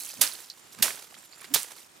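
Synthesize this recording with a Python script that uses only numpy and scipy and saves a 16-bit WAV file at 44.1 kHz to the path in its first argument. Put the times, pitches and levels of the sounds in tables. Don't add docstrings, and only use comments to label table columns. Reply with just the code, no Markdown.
import sys
import numpy as np
from scipy import signal
from scipy.fft import rfft, irfft, next_fast_len
from scipy.io import wavfile
from scipy.ndimage import map_coordinates

SR = 44100
rng = np.random.default_rng(int(sys.argv[2]) if len(sys.argv) > 2 else 0)


def master_out(mix):
    frames = np.transpose(np.atleast_2d(mix))
    ceiling = np.clip(frames, -1, 1)
    pcm = np.round(ceiling * 32767).astype(np.int16)
    wavfile.write(sys.argv[1], SR, pcm)


def boost(x):
    u = np.asarray(x, float) / 20
    return 10 ** u


N = 88200
T = np.arange(N) / SR

# (time [s], crack level [dB], crack rise [s], shower level [dB], shower t60 [s])
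BLOWS = [
    (0.2114, -13.5, 0.0017, -19.5, 0.26),
    (0.822, -15, 0.0024, -20.5, 0.3),
    (1.5371, -15, 0.0029, -23, 0.3),
]
# (time [s], level [dB], t60 [s])
SLAPS = [
    (.2091, -20, 0.015),
    (0.2147, -12.5, .02),
    (.2235, -22, .025),
    (0.827, -18.5, 0.032),
    (1.5397, -14, 0.0089),
    (1.544, -18, 0.022),
]
# (time [s], level [dB], t60 [s])
THUMPS = [
    (0.21, -36.5, .13),
    (.23, -45.5, 0.29),
    (.823, -34, 0.1),
    (.839, -40, 0.41),
    (1.539, -38, 0.045),
    (1.557, -32.5, 0.082),
]
# (frequency [Hz], level [dB])
CRACK_COLOUR = [(290, -79), (500, -24), (1370, -27), (3550, 0), (5510, -2), (12300, -0.5), (15100, -4),
                (15800, -35), (16500, -51)]
SHOWER_COLOUR = [(240, -16.5), (400, -17), (1150, -4.5), (1990, 0.5), (2320, -0.5), (4980, 1.5),
                 (10500, 1.5), (15700, -10.5), (16500, -68)]
THUMP_COLOUR = [(40, -28), (90, -7), (250, -4), (650, 2.5), (1200, -2.5), (2500, -6), (5000, -49)]
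# (start [s], end [s], top pitch [Hz], level [dB], air noise over tone [dB])
SWISHES = [
    (.13, 0.204, 252, -49.5, 2),
    (0.743, 0.807, 259.8, -46, 2.5),
    (1.456, 1.539, 262.5, -42.5, -5.5),
]
# (frequency [Hz], level [dB])
AIR_COLOUR = [(60, -12), (130, 0), (220, -0.5), (800, -7.5), (2000, -9.5), (6000, -16.5), (16000, -28)]
# (time [s], peak level [dB], frequency [Hz])
SNAPS = [(.0064, -21.5, 10000), (.0352, -22, 8500), (.0484, -21.5, 8100), (.0536, -24, 9100),
         (.0628, -23, 7650), (.0914, -29, 8150), (.1078, -27, 6500), (.141, -27.5, 8000), (.36, -33, 9000),
         (.4043, -29.5, 9900), (.731, -38.5, 7200), (.9576, -27, 8000), (1.2285, -52, 6100),
         (1.3875, -36, 9500), (1.452, -38, 7050), (1.6228, -23.5, 7600), (1.631, -19, 7900),
         (1.755, -38, 4250), (1.8204, -42, 4620)]
# (time [s], peak level [dB], frequency [Hz])
PODS = [(.0224, -30, 10160), (.265, -23.5, 5430), (.3214, -31.5, 4270), (.3294, -36, 10200),
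        (.3344, -30, 10400), (.3394, -40, 9900), (.351, -33, 4330), (.4998, -27, 4600), (.507, -36.5, 4400),
        (.515, -38.5, 4430), (.5288, -46, 4600), (1.1139, -49, 4930), (1.1872, -39, 7950),
        (1.2486, -43, 11100), (1.2564, -45, 10800), (1.3249, -38.5, 4300), (1.3327, -42, 4420),
        (1.3524, -45, 4800), (1.4097, -38.5, 9900), (1.417, -45, 9500), (1.4491, -39.5, 4000),
        (1.7784, -46, 4170)]
# (time [s], peak level [dB], frequency [Hz])
KNOCKS = [(.137, -40.5, 800), (.8255, -11, 3040), (.881, -20.5, 1900), (.906, -23.5, 1830),
          (.914, -38, 1500), (.974, -35.5, 1620), (1.118, -54, 795), (1.142, -37.5, 2500),
          (1.148, -40, 3400), (1.178, -43, 1900), (1.332, -41, 1780), (1.417, -40, 1995),
          (1.433, -53, 2380), (1.4435, -31, 2140), (1.453, -36.5, 2100), (1.544, -24.5, 750),
          (1.559, -20, 780)]
# (time [s], peak level [dB], frequency
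# [Hz])
CRACKLES = [(.0005, -28.5, 11000), (.0145, -34, 10600), (.0175, -28, 9500), (.042, -38, 11000),
            (.0765, -30, 10400), (.083, -43, 6000), (.0845, -31, 10000), (.0895, -27, 8950),
            (.094, -33, 7000), (.1205, -43, 5000), (.1325, -35, 4670), (.1685, -38, 11500),
            (.181, -39, 5560), (.195, -37, 9000), (.275, -22, 4350), (.286, -27, 11000), (.314, -34, 4700),
            (.373, -39, 8500), (.448, -39, 6500), (.459, -41, 11000), (.5, -33.5, 5500),
            (.5003, -37.5, 9000), (.59, -47, 8500), (.672, -44, 10110), (1.1148, -45, 5100),
            (1.125, -46, 800), (1.134, -45, 8000), (1.1445, -42, 4500), (1.1505, -37.5, 3300),
            (1.154, -43, 3660), (1.165, -46, 1200), (1.169, -47.5, 780), (1.196, -45, 8000),
            (1.207, -56, 1200), (1.223, -42, 9500), (1.229, -48, 3800), (1.23, -48, 1700),
            (1.2415, -51, 4200), (1.292, -47, 5680), (1.3185, -43, 4400), (1.337, -43, 4200),
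            (1.3435, -40, 4600), (1.3745, -47, 1440), (1.382, -46, 1600), (1.393, -52, 2000),
            (1.404, -43, 2200), (1.406, -41, 4300), (1.4195, -37, 2040), (1.425, -44, 1090),
            (1.434, -42, 2370), (1.4495, -37.5, 8500), (1.4525, -48, 4120), (1.455, -44, 2500),
            (1.457, -38, 3500), (.2175, -25, 760), (.2135, -23, 1900), (.8235, -13.5, 6100),
            (1.544, -7.5, 9050), (1.917, -48, 10500), (1.976, -48, 5000)]
# (time [s], level [dB], brightness [no unit])
STIR = [(0, -39.5, 5), (.13, -40, 4), (.155, -45, -0.3), (.33, -44.5, -2), (.47, -48.5, -1.4),
        (0.538, -57.5, -3), (.71, -58.5, -2.2), (.73, -45.5, 5), (.75, -57, -3.5), (.82, -57, -5),
        (.9, -47, -1), (1.03, -48.5, -2), (1.08, -56, -2.5), (1.25, -52.5, -0.5), (1.29, -59.5, -2.5),
        (1.365, -59, -3.5), (1.455, -54, -3.5), (1.47, -59.5, -4), (1.68, -53.5, -4), (1.819, -48, -1),
        (1.881, -59.5, 10)]
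# (frequency [Hz], level [dB])
RUSTLE_COLOUR = [(120, -63), (200, -32), (354, -9), (584, -13), (892, -8), (1240, -6), (9140, -1),
                 (15000, -5.5), (16500, -76)]
# (time [s], cricket level [dB], far insect level [dB])
INSECTS = [
    (0, -3, 0),
    (0.499, -3, -7),
    (.55, 1, -9),
    (.8, 1, 1),
    (1.05, -4, -3),
    (1.3, 2.5, -2),
    (1.75, 0, 2),
    (1.9, -2, -1),
    (2, 0, -6),
]
# (frequency [Hz], level [dB])
FLOOR_COLOUR = [(15, -30), (25, -14), (90, -9.5), (330, -7), (483, -10.5), (687, -6.5), (1280, -7.5),
                (8600, -16.5), (15200, -43), (16500, -54)]
# (frequency [Hz], level difference [dB])
NEAR_BALANCE = [(60, -12), (150, -14), (380, -9), (950, -8.5), (2380, -5.5), (5980, -4), (15000, -13)]
FAR_BALANCE = [(60, -7.5), (180, -12.5), (550, -10), (1650, 4), (4970, -1), (15000, -6)]
# (frequency [Hz], likeness [0 to 1])
NEAR_ALIKE = [(60, .8), (180, .93), (550, .85), (1650, .75), (4970, .85), (15000, .88)]
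FAR_ALIKE = [(60, 0.75), (180, 0.91), (550, 0.01), (1650, 0.052), (4970, 0.37), (15000, 0.29)]


def unit(x):
    return x / np.sqrt(np.mean(x ** 2) + 1e-20)


def along(points, hz):
    f, v = np.transpose(points)
    return np.interp(np.log(hz + 1), np.log(f + 1), v)


def wobble(rate):
    return map_coordinates(rng.standard_normal(int(N * rate / SR) + 4), [T * rate])


def filtered(x, response):
    size = next_fast_len(N + 8192)
    return irfft(rfft(x, size) * response(np.fft.rfftfreq(size, 1 / SR)), size)[..., :N]


def burst(start, rise, t60):
    t = np.maximum(T - start, 0)
    return (1 - np.exp(-(t / rise) ** 2)) * boost(-60 * t / t60)


def noisy(envelope, spectrum, grit_db, grit_rate, alike=NEAR_ALIKE):
    pair = rng.standard_normal((2, N)) * unit(boost(grit_db * wobble(grit_rate)))

    def colour(hz):
        turn = np.arccos(np.clip(along(alike, hz), -1, 1)) / 2
        return unit(boost(along(spectrum, hz))) * [np.cos(turn), np.sin(turn)]

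    mid, side = filtered(pair * envelope, colour)
    return np.array([mid + side, mid - side])


def placed(pair, balance):
    return filtered(pair, lambda hz: boost(np.outer([.5, -.5], along(balance, hz))))


def crack():
    envelope = sum(boost(db) * burst(s, rise, 0.076) for s, db, rise, _, _ in BLOWS)
    envelope = envelope + sum(boost(db) * burst(s, 0.0019, t60) for s, db, t60 in SLAPS)
    return noisy(envelope, CRACK_COLOUR, grit_db=1.9, grit_rate=1800)


def shower():
    envelope = sum(boost(db) * burst(s, 0.0048, t60) for s, _, _, db, t60 in BLOWS)
    return noisy(envelope, SHOWER_COLOUR, grit_db=1.2, grit_rate=900)


def thump():
    envelope = sum(boost(db) * burst(s, 0.003, t60) for s, db, t60 in THUMPS)
    return noisy(envelope, THUMP_COLOUR, grit_db=2.2, grit_rate=250)


def butt_slap():
    hz = 4000
    colour = [(hz / 2, -12), (hz, 0), (hz * 2, -18), (16000, -40)]
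    envelope = boost(-20.5) * burst(1.553, rise=0.0039, t60=0.081)
    return noisy(envelope, colour, grit_db=3.0, grit_rate=900)


def swish():
    slow_pitch = .5
    pitch, gain, air = np.zeros((3, N))
    for start, end, hz, db, air_db in SWISHES:
        swing = np.clip((T - start) / (end - start), 0, 1)
        speed = np.sin(np.pi / 2 * np.minimum(1.25 * swing, 1)) ** 2
        pitch = np.where(T > start, hz * (slow_pitch + (1 - slow_pitch) * speed), pitch)
        fade = np.exp(-(np.maximum(T - end, 0) / .008) ** 2)
        swell = boost(db) * swing ** 2.7 * fade
        gain = gain + swell
        air = air + swell * boost(air_db)
    phase = 2 * np.pi * np.cumsum(pitch * (1 + .09 * wobble(90))) / SR
    tone = np.sqrt(2) * gain * boost(2 * wobble(80)) * np.sin(phase)
    return tone + noisy(air, AIR_COLOUR, grit_db=2.2, grit_rate=150)


def snaps(rows, q, t60, trim_db):
    size = 2048
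    out = np.zeros((2, N + size))
    t, f = np.arange(size) / SR, np.fft.rfftfreq(size, 1 / SR)
    puff = boost(-60 * t / max(t60, .002)) * (1 - np.exp(-t / 0.0001))
    for s, db, hz in rows:
        a, b = rng.standard_normal((2, size)) * puff
        damping = 1j * f * hz / q
        resonance = (damping / (hz ** 2 - f ** 2 + damping)) ** 2
        ring = irfft(rfft([a + 0.22 * b, a - 0.61 * b]) * resonance)
        start = round(s * SR)
        out[:, start:start + size] += boost(db + trim_db) * ring / np.abs(ring).max() * 2
    return out[:, :N]


def splinters(activity, count, hz, spread, cycles, size_db):
    length = 200
    t = np.arange(length) / SR
    draw = rng.random((count, 5))
    pitch = np.clip(hz * np.exp(spread * rng.standard_normal(count)), 300, 15000)[:, None]
    at = (draw[:, 0] * (N - length)).astype(int)
    size = boost(-size_db * np.log(draw[:, 1:2] + 0.018))
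    ring = np.sin(2 * np.pi * pitch * t) * np.exp(-t * pitch / cycles)
    ring = ring * size * (1 - np.exp(-t * pitch))
    ring = ring / np.sqrt((ring ** 2).sum() / N) * activity[at][:, None]
    lag = (draw[:, 2] * 3).astype(int)
    pan = boost(0.58 * (2 * draw[:, 3:4] + 2.0))

    def scattered(start, gain):
        places = start[:, None] + np.arange(length)
        return np.bincount(places.ravel(), (ring * gain).ravel(), N + 8)[:N]

    return np.array([scattered(at, pan), scattered(at + lag, 1 / pan)])


def rustle():
    s, level_db, tilt = np.transpose(STIR)
    busy = boost(np.interp(T, s, level_db) + wobble(40.11))
    tilt = np.interp(T, s, tilt)
    dull_colour = [(hz, db - 3 * np.log2(hz / 4000)) for hz, db in RUSTLE_COLOUR]
    bright = noisy(busy * boost(-6.5), RUSTLE_COLOUR, grit_db=2.3, grit_rate=500)
    dull = noisy(busy * boost(-13.0 - 4.24 * tilt), dull_colour, grit_db=4.0, grit_rate=200)
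    ticks = splinters(busy, count=2500, hz=7000, spread=.4, cycles=4.5, size_db=2.5)
    return bright + dull + boost(-6) * ticks


def insects():
    cricket_hz, far_hz, width_hz, trill_hz = 7200, 8500, 104, 29.3
    cricket_db, far_insect_db = -65, -67.5

    def whistle(hz, channels):
        noise = rng.standard_normal((channels, N))
        return unit(filtered(noise, lambda f: np.exp(-((f - hz) / width_hz) ** 2)))

    a, b = whistle(cricket_hz, 2)
    far = whistle(far_hz, 2)
    s, near_db, far_db = np.transpose(INSECTS)
    pulse = 1 + .35 * np.cos(2 * np.pi * trill_hz * (T - 0.46))
    pulse = pulse / (1 + np.exp((T - 1.79) / .02))
    level = boost(cricket_db + np.interp(T, s, near_db)) * boost(0.68 * wobble(5.3))
    cricket = level * pulse * np.array([a + .3 * b, a - 0.27 * b])
    return cricket + boost(far_insect_db + np.interp(T, s, far_db)) * far


def farm_floor():
    return noisy(boost(-59 + 1.2 * wobble(7.73)), FLOOR_COLOUR, grit_db=1.0, grit_rate=60.1, alike=FAR_ALIKE)


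def scene():
    heap = crack() + shower() + thump() + butt_slap() + swish()
    heap = heap + snaps(SNAPS, q=1.6, t60=.0055, trim_db=-8.5)
    heap = heap + snaps(PODS, q=4.5, t60=.018, trim_db=-5.5)
    heap = heap + snaps(KNOCKS, q=.9, t60=.011, trim_db=-6.5)
    heap = heap + snaps(CRACKLES, q=2.1, t60=.009, trim_db=-7)
    heap = heap + rustle()
    farm = insects() + farm_floor()
    return placed(heap, NEAR_BALANCE) + placed(farm, FAR_BALANCE)


def roll_off(x):
    return signal.sosfilt(signal.butter(12, 16800, fs=SR, output="sos"), x)


def record(dry):
    ceiling, low_cut_hz, band_top_hz, band_drop_db = .95, 45, 15900, -34
    rounded = dry / (1 + np.abs(dry / ceiling) ** 4) ** (1 / 4)

    def response(hz):
        low_cut = hz ** 2 / (hz ** 2 + low_cut_hz ** 2)
        return low_cut * boost(band_drop_db * (hz > band_top_hz))

    mix = filtered(rounded, response)
    return roll_off(mix)


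dry = scene()
out = record(dry)
master_out(out)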